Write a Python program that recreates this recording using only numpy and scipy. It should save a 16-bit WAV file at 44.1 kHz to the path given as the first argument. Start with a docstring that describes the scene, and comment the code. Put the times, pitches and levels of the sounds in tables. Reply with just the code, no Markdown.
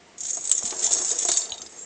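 """A small room, close to a wire cage: a ferret noses plastic jingle balls along the shelf.
Pellets roll and knock in the little bells, the plastic shells clack, and twice ball cracks on ball.
Paws scuffle and thump on the hollow shelf. Towards the end the cage wires and a hammock clip clink,
the shelf snaps against its frame and a farther ball rolls, all over soft room tone."""
import sys
import numpy as np
from scipy import signal
from scipy.fft import rfft, irfft
from scipy.io import wavfile

SR = 44100
rng = np.random.default_rng(int(sys.argv[2]) if len(sys.argv) > 2 else 0)


def log_audio(samples):
    """Write samples as a 16-bit WAV file to the path given in sys.argv[1]."""
    # one column per channel
    frames = np.atleast_2d(samples).T
    # limit to full scale, then quantise
    limited = np.clip(frames, -1, 1)
    pcm = np.round(limited * 32767).astype(np.int16)
    wavfile.write(sys.argv[1], SR, pcm)


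N = 81585

# Tone colours. Each row: frequency in Hz, level in dB.
AIR_SPECTRUM = [(50, -8), (78, 12), (110, -1), (200, 10.5), (400, 7), (1000, -2.5), (2000, 4), (4000, -3.5),
                (7500, -4.5), (8700, -34.5)]  # room tone
SHELF_SPECTRUM = [(120, -34.5), (250, -16.5), (360, 0), (700, -3.5), (1150, -5.5), (1500, -11),
                  (2300, -15.5), (4500, -15.5)]  # dull knock on the shelf
FRAME_SPECTRUM = [(2200, -39), (3200, 0), (3700, 3.5), (4700, -25)]  # shelf snapping on its frame
PELLET_SPECTRUM = [(5600, -50.5), (6500, -1.5), (7300, 1), (8300, -27.5)]  # tick of a pellet
SHELL_SPECTRUM = [(200, -16), (800, -20.5), (2000, -11), (2900, -13), (3600, -1.5), (4600, -5), (6000, 3.5),
                  (8000, -6), (8800, -33)]  # clack of a plastic shell
CRACK_SPECTRUM = [(150, -34), (900, -26.5), (2400, -16.5), (3500, -11), (5000, -21.5), (6400, -3.5),
                  (7700, 15.5), (8700, -18)]  # ball against ball

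# How each object rings. Each row: frequency in Hz, level in dB, time to fade 60 dB in seconds.
SHELF_MODES = [(365, -4, .07), (440, -4, .07), (520, -7, .05), (630, -4, .05), (685, 0, .07)]
WIRE_MODES = [(3735, 0, .065), (4372, -6, .04), (4550, 0, .05), (6720, -3, .035), (6900, -4, .03)]
HAMMOCK_CLIP_MODES = [(4900, 0, .045), (5080, -3, .035), (6250, -1, .04), (6520, -3, .04)]
FRAME_MODES = [(3951, 0, .07), (6620, 0, .07)]
BELL_MODES = [(4850, -17, .06), (5270, -19, .05), (5520, -13, .05), (5640, -10, .06), (6340, -7, .055),
              (6490, 0, .07), (6675, -2, .085), (7145, 0, .08), (7240, -4, .055), (7640, -4, .05),
              (7760, -3, .05), (8230, -9, .06), (8340, -14, .05)]
FAR_BELL_MODES = [(6480, -9, .05), (6720, -7, .05), (7340, -2, .08), (7420, 0, .12)]

# Fader curves for the textures. Each row: time in seconds, level in dB.
SCUFFLE_CURVE = [(0, -58.5), (0.301, -51.5), (0.581, -49.5), (.71, -42), (0.745, -40.5), (0.811, -43),
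                 (0.919, -37), (1.05, -39), (1.086, -45.5), (1.125, -41.5), (1.19, -45.5), (1.3, -42),
                 (1.36, -44.5), (1.5, -46), (1.85, -54.5)]  # paws and balls moving over the shelf
ROLL_CURVE = [(.17, -56), (0.199, -42.5), (.29, -32), (.36, -41.5), (.4, -42), (.54, -36), (0.589, -29),
              (.615, -40), (0.666, -27.5), (.7, -37.5), (.775, -34.5), (0.838, -22), (.89, -27),
              (0.946, -22), (1.009, -30), (1.161, -27.5), (1.21, -27), (1.41, -29), (1.46, -37),
              (1.5, -46.5), (1.6, -52), (1.75, -48)]  # pellets rolling between jolts
FAR_ROLL_CURVE = [(1.5, -52), (1.64, -48), (1.72, -62), (1.81, -36), (1.85, -54)]  # the farther ball

# Spot hits. Each row: start in seconds, level in dB.
SHELF_KNOCKS = [(.370, -36.5), (.381, -44.5), (.624, -35), (.723, -30), (.737, -42), (.907, -37),
                (1.011, -33.5), (1.225, -34), (1.250, -30.5), (1.287, -25.5)]  # paws and balls
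WIRE_CLINKS = [(1.105, -33), (1.297, -26.5), (1.338, -27.5), (1.365, -29.5), (1.418, -30), (1.455, -37),
               (1.495, -36), (1.541, -36), (1.580, -36.5)]
HAMMOCK_CLIP_TAPS = [(1.618, -31.5), (1.663, -38.5)]
BALL_CRACKS = [(0.5148, -8), (0.9364, -13)]

# Single-note hits. Each row: start in seconds, relative level in dB, pitch in Hz.
PAW_THUMPS = [(.636, -46, 109), (0.64, -37.5, 227), (0.67, -41.5, 244), (0.734, -47, 299),
              (1.017, -38, 1066), (1.118, -33, 454), (1.250, -29.5, 697), (1.287, -28, 668),
              (1.522, -45.5, 85.5)]  # one hollow note of the shelf
BELL_PINGS = [(.2516, -18.5, 6500), (.4736, -17, 8020), (.4936, -12, 8050), (.528, -14, 7060),
              (.5503, -10, 7200), (.843, -14.5, 6770), (.864, -13, 6615), (1.1124, -11, 7093),
              (1.343, -16.5, 7920), (1.5035, -21.5, 6760)]  # one clean note of a bell

# Jolts of the balls. Each row: start in seconds, bell level in dB, shell level in dB.
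BALL_JOLTS = [(.181, -32.5, -45), (.205, -26.5, -40), (0.233, -26.5, -39.5), (.251, -28, -32.5),
              (.266, -27.5, -42), (.287, -31, -43.5), (0.3044, -20.5, -41), (0.33, -23.5, -48),
              (.346, -23, -39.5), (0.369, -25, -53), (.408, -32.5, -49), (.440, -27, -42),
              (.451, -24, -34.5), (0.473, -26.5, -36.5), (.4935, -27, -33), (0.52, -18.5, -28),
              (.578, -22, -49.5), (0.631, -24.5, -42), (0.652, -22.5, -31.5), (0.706, -32, -27.5),
              (.792, -27, -38.5), (.829, -22, -37.5), (0.843, -24, -43), (.863, -21, -25.5),
              (0.919, -20.5, -24.5), (0.928, -15.5, -34), (1.018, -23.5, -37), (1.047, -21, -35),
              (1.09, -21, -31.5), (1.113, -17.5, -28.5), (1.186, -17.5, -32), (1.229, -25.5, -34),
              (1.25, -16, -37), (1.285, -20, -21), (1.315, -15, -19), (1.371, -13.5, -22.5)]

HIT_S, SPOT_S = .25, .035  # length of a hit; time a rolling thing stays on one spot
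KNOCK_RISE_S, JOLT_RISE_S, CRACK_RISE_S = .0032, .002, .0006
SHELL_T60, CRACK_T60 = .042, .013  # seconds to fade 60 dB


def amp(db):
    """Decibels to gain."""
    return 10 ** (np.asarray(db) / 20)


def unit(x):
    """Scales to rms 1."""
    return x / np.sqrt(np.mean(x ** 2) + 1e-20)


def unit_attack(x, size=220):
    """Scales a hit so that its first `size` samples have rms 1."""
    return x / np.sqrt(np.mean(x[:size] ** 2) + 1e-20)


def hit_time():
    """Time axis of one hit, in seconds."""
    return np.arange(int(HIT_S * SR)) / SR


def add(mix, start, sound):
    """Drops a sound into the mix at `start` seconds."""
    part = mix[max(round(start * SR), 0):][:len(sound)]
    part += sound[:len(part)]


def rise(seconds):
    """A linear attack: the blow builds over a short time."""
    return np.minimum((hit_time() + 1 / SR) / seconds, 1)


def tone(hz, t60):
    """One dying resonance."""
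    t = hit_time()
    return amp(-60 * t / t60) * np.sin(2 * np.pi * hz * t)


def noise(spectrum, size):
    """Noise coloured by a spectrum, at rms 1."""
    points_hz, db = np.transpose(spectrum)
    hz = np.fft.rfftfreq(size, 1 / SR)
    eq = amp(np.interp(np.log(hz + 1), np.log(points_hz), db))
    return unit(irfft(rfft(rng.standard_normal(size)) * eq, size))


def clack(spectrum, t60, size=220):
    """A noise burst: a blow on something with dense, quickly dying modes."""
    t = hit_time()
    return unit_attack(noise(spectrum, len(t)) * amp(-60 * t / t60), size)


def ring(modes, detune=.004, scatter_db=4):
    """Ringing modes, weighted and detuned a little differently by each blow."""
    t = hit_time()
    hz, db, t60 = np.transpose(modes)[:, :, None]
    weight, drift, phase = rng.standard_normal((3, len(modes), 1))
    gains = amp(db + scatter_db * weight)
    partials = gains * amp(-60 * t / t60) * np.sin(2 * np.pi * (hz * (1 + detune * drift) * t + phase))
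    return partials.sum(0) / np.sqrt(np.sum(gains ** 2) / 2)


def patter(make_hit, curve, per_s=600, spread_db=3, spots=18):
    """Tiny random hits riding a fader curve; their ring changes as the point of contact moves on."""
    t = np.arange(N) / SR
    fader = amp(np.interp(t, *np.transpose(curve), left=-np.inf))
    onsets = rng.random(N) < per_s / SR
    strengths = amp(spread_db * np.clip(rng.standard_normal(N), -2, 2))
    impacts = fader * unit(onsets * strengths)
    spot = (t / SPOT_S + rng.random(N)).astype(int) % spots
    out = np.zeros(N)
    for k in range(spots):
        hit = make_hit()
        out += signal.oaconvolve(impacts * (spot == k), hit / np.linalg.norm(hit))[:N]
    return out


def room_tone():
    """A soft, steady bed of air."""
    return amp(-55) * noise(AIR_SPECTRUM, N)


def reflections(x, t60=.19, per_s=2500, predelay_s=.004):
    """A short tail of sparse echoes off the nearby walls."""
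    t = hit_time()
    echoes = rng.standard_normal(len(t)) * (rng.random(len(t)) < per_s / SR)
    tail = echoes * (t > predelay_s) * amp(-60 * t / t60)
    return signal.oaconvolve(x, tail / np.linalg.norm(tail))[:N]


def shelf_blow():
    """A dull knock that leaves the hollow shelf ringing."""
    knock = clack(SHELF_SPECTRUM, t60=.046, size=440)
    body = amp(-2.5) * ring(SHELF_MODES, detune=.018)
    return rise(KNOCK_RISE_S) * (knock + body)


def shelf():
    """The hollow plastic shelf under scuffles, knocks and soft footfalls."""
    out = patter(shelf_blow, SCUFFLE_CURVE, per_s=500, spread_db=2.5)
    for start, db in SHELF_KNOCKS:
        add(out, start, amp(db) * shelf_blow())
    for start, db, hz in PAW_THUMPS:
        add(out, start, amp(db) * 2 * rise(KNOCK_RISE_S) * tone(hz, t60=.044))
    return out


def cage():
    """Wires and a hammock clip clink, and the shelf snaps on its frame, as the ferret shifts its weight."""
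    out = np.zeros(N)
    for hits, modes in (WIRE_CLINKS, WIRE_MODES), (HAMMOCK_CLIP_TAPS, HAMMOCK_CLIP_MODES):
        for start, db in hits:
            metal = ring(modes)
            tick = amp(-7) * clack(SHELL_SPECTRUM, SHELL_T60)
            add(out, start, amp(db) * unit_attack(metal + tick))
    snap = clack(FRAME_SPECTRUM, CRACK_T60) + amp(-2) * ring(FRAME_MODES)
    add(out, start=1.5205, sound=amp(-24.5) * rise(CRACK_RISE_S) * snap)
    return out


def jingle():
    """A pellet strikes its bell: a short, bright ring with a tick on the front."""
    return unit_attack(ring(BELL_MODES) + amp(-7) * clack(PELLET_SPECTRUM, t60=.012))


def shell_clack():
    """A bell knocks on the plastic shell around it."""
    return clack(SHELL_SPECTRUM, SHELL_T60)


def rolling_pellets():
    """Pellets tumble in their bells: a fine rattle close by, then the shimmer of a farther ball."""
    near = patter(lambda: jingle() + amp(-9.5) * shell_clack(), ROLL_CURVE)
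    far = patter(lambda: ring(FAR_BELL_MODES), FAR_ROLL_CURVE)
    return near + far


def jingle_balls():
    """Over the rolling, jolts throw pellet at bell and bell at shell; pings and hard cracks cut through."""
    out = rolling_pellets()
    for start, bell_db, shell_db in BALL_JOLTS:
        jolt = amp(bell_db) * jingle() + amp(shell_db) * shell_clack()
        add(out, start, rise(JOLT_RISE_S) * jolt)
    for start, db, hz in BELL_PINGS:
        add(out, start, amp(db) * rise(JOLT_RISE_S) * tone(hz, t60=.029))
    for start, db in BALL_CRACKS:
        add(out, start, amp(db) * rise(CRACK_RISE_S) * clack(CRACK_SPECTRUM, CRACK_T60))
    return out


def scene():
    """The mono mix: balls, cage and shelf up front, a touch of room behind."""
    action = jingle_balls() + cage() + shelf()
    return (action + amp(-12) * reflections(action) + room_tone())[None]


def record(dry):
    """The loudest cracks overload softly, then a steep low-pass trims the top end."""
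    ceiling, cutoff_hz = .62, 8800
    rounded = dry / (1 + (dry / ceiling) ** 4) ** .25
    lowpass = signal.firwin(221, cutoff_hz, window=("kaiser", 7), fs=SR)
    return signal.oaconvolve(rounded, lowpass[None], "same")


dry = scene()
out = record(dry)
log_audio(out)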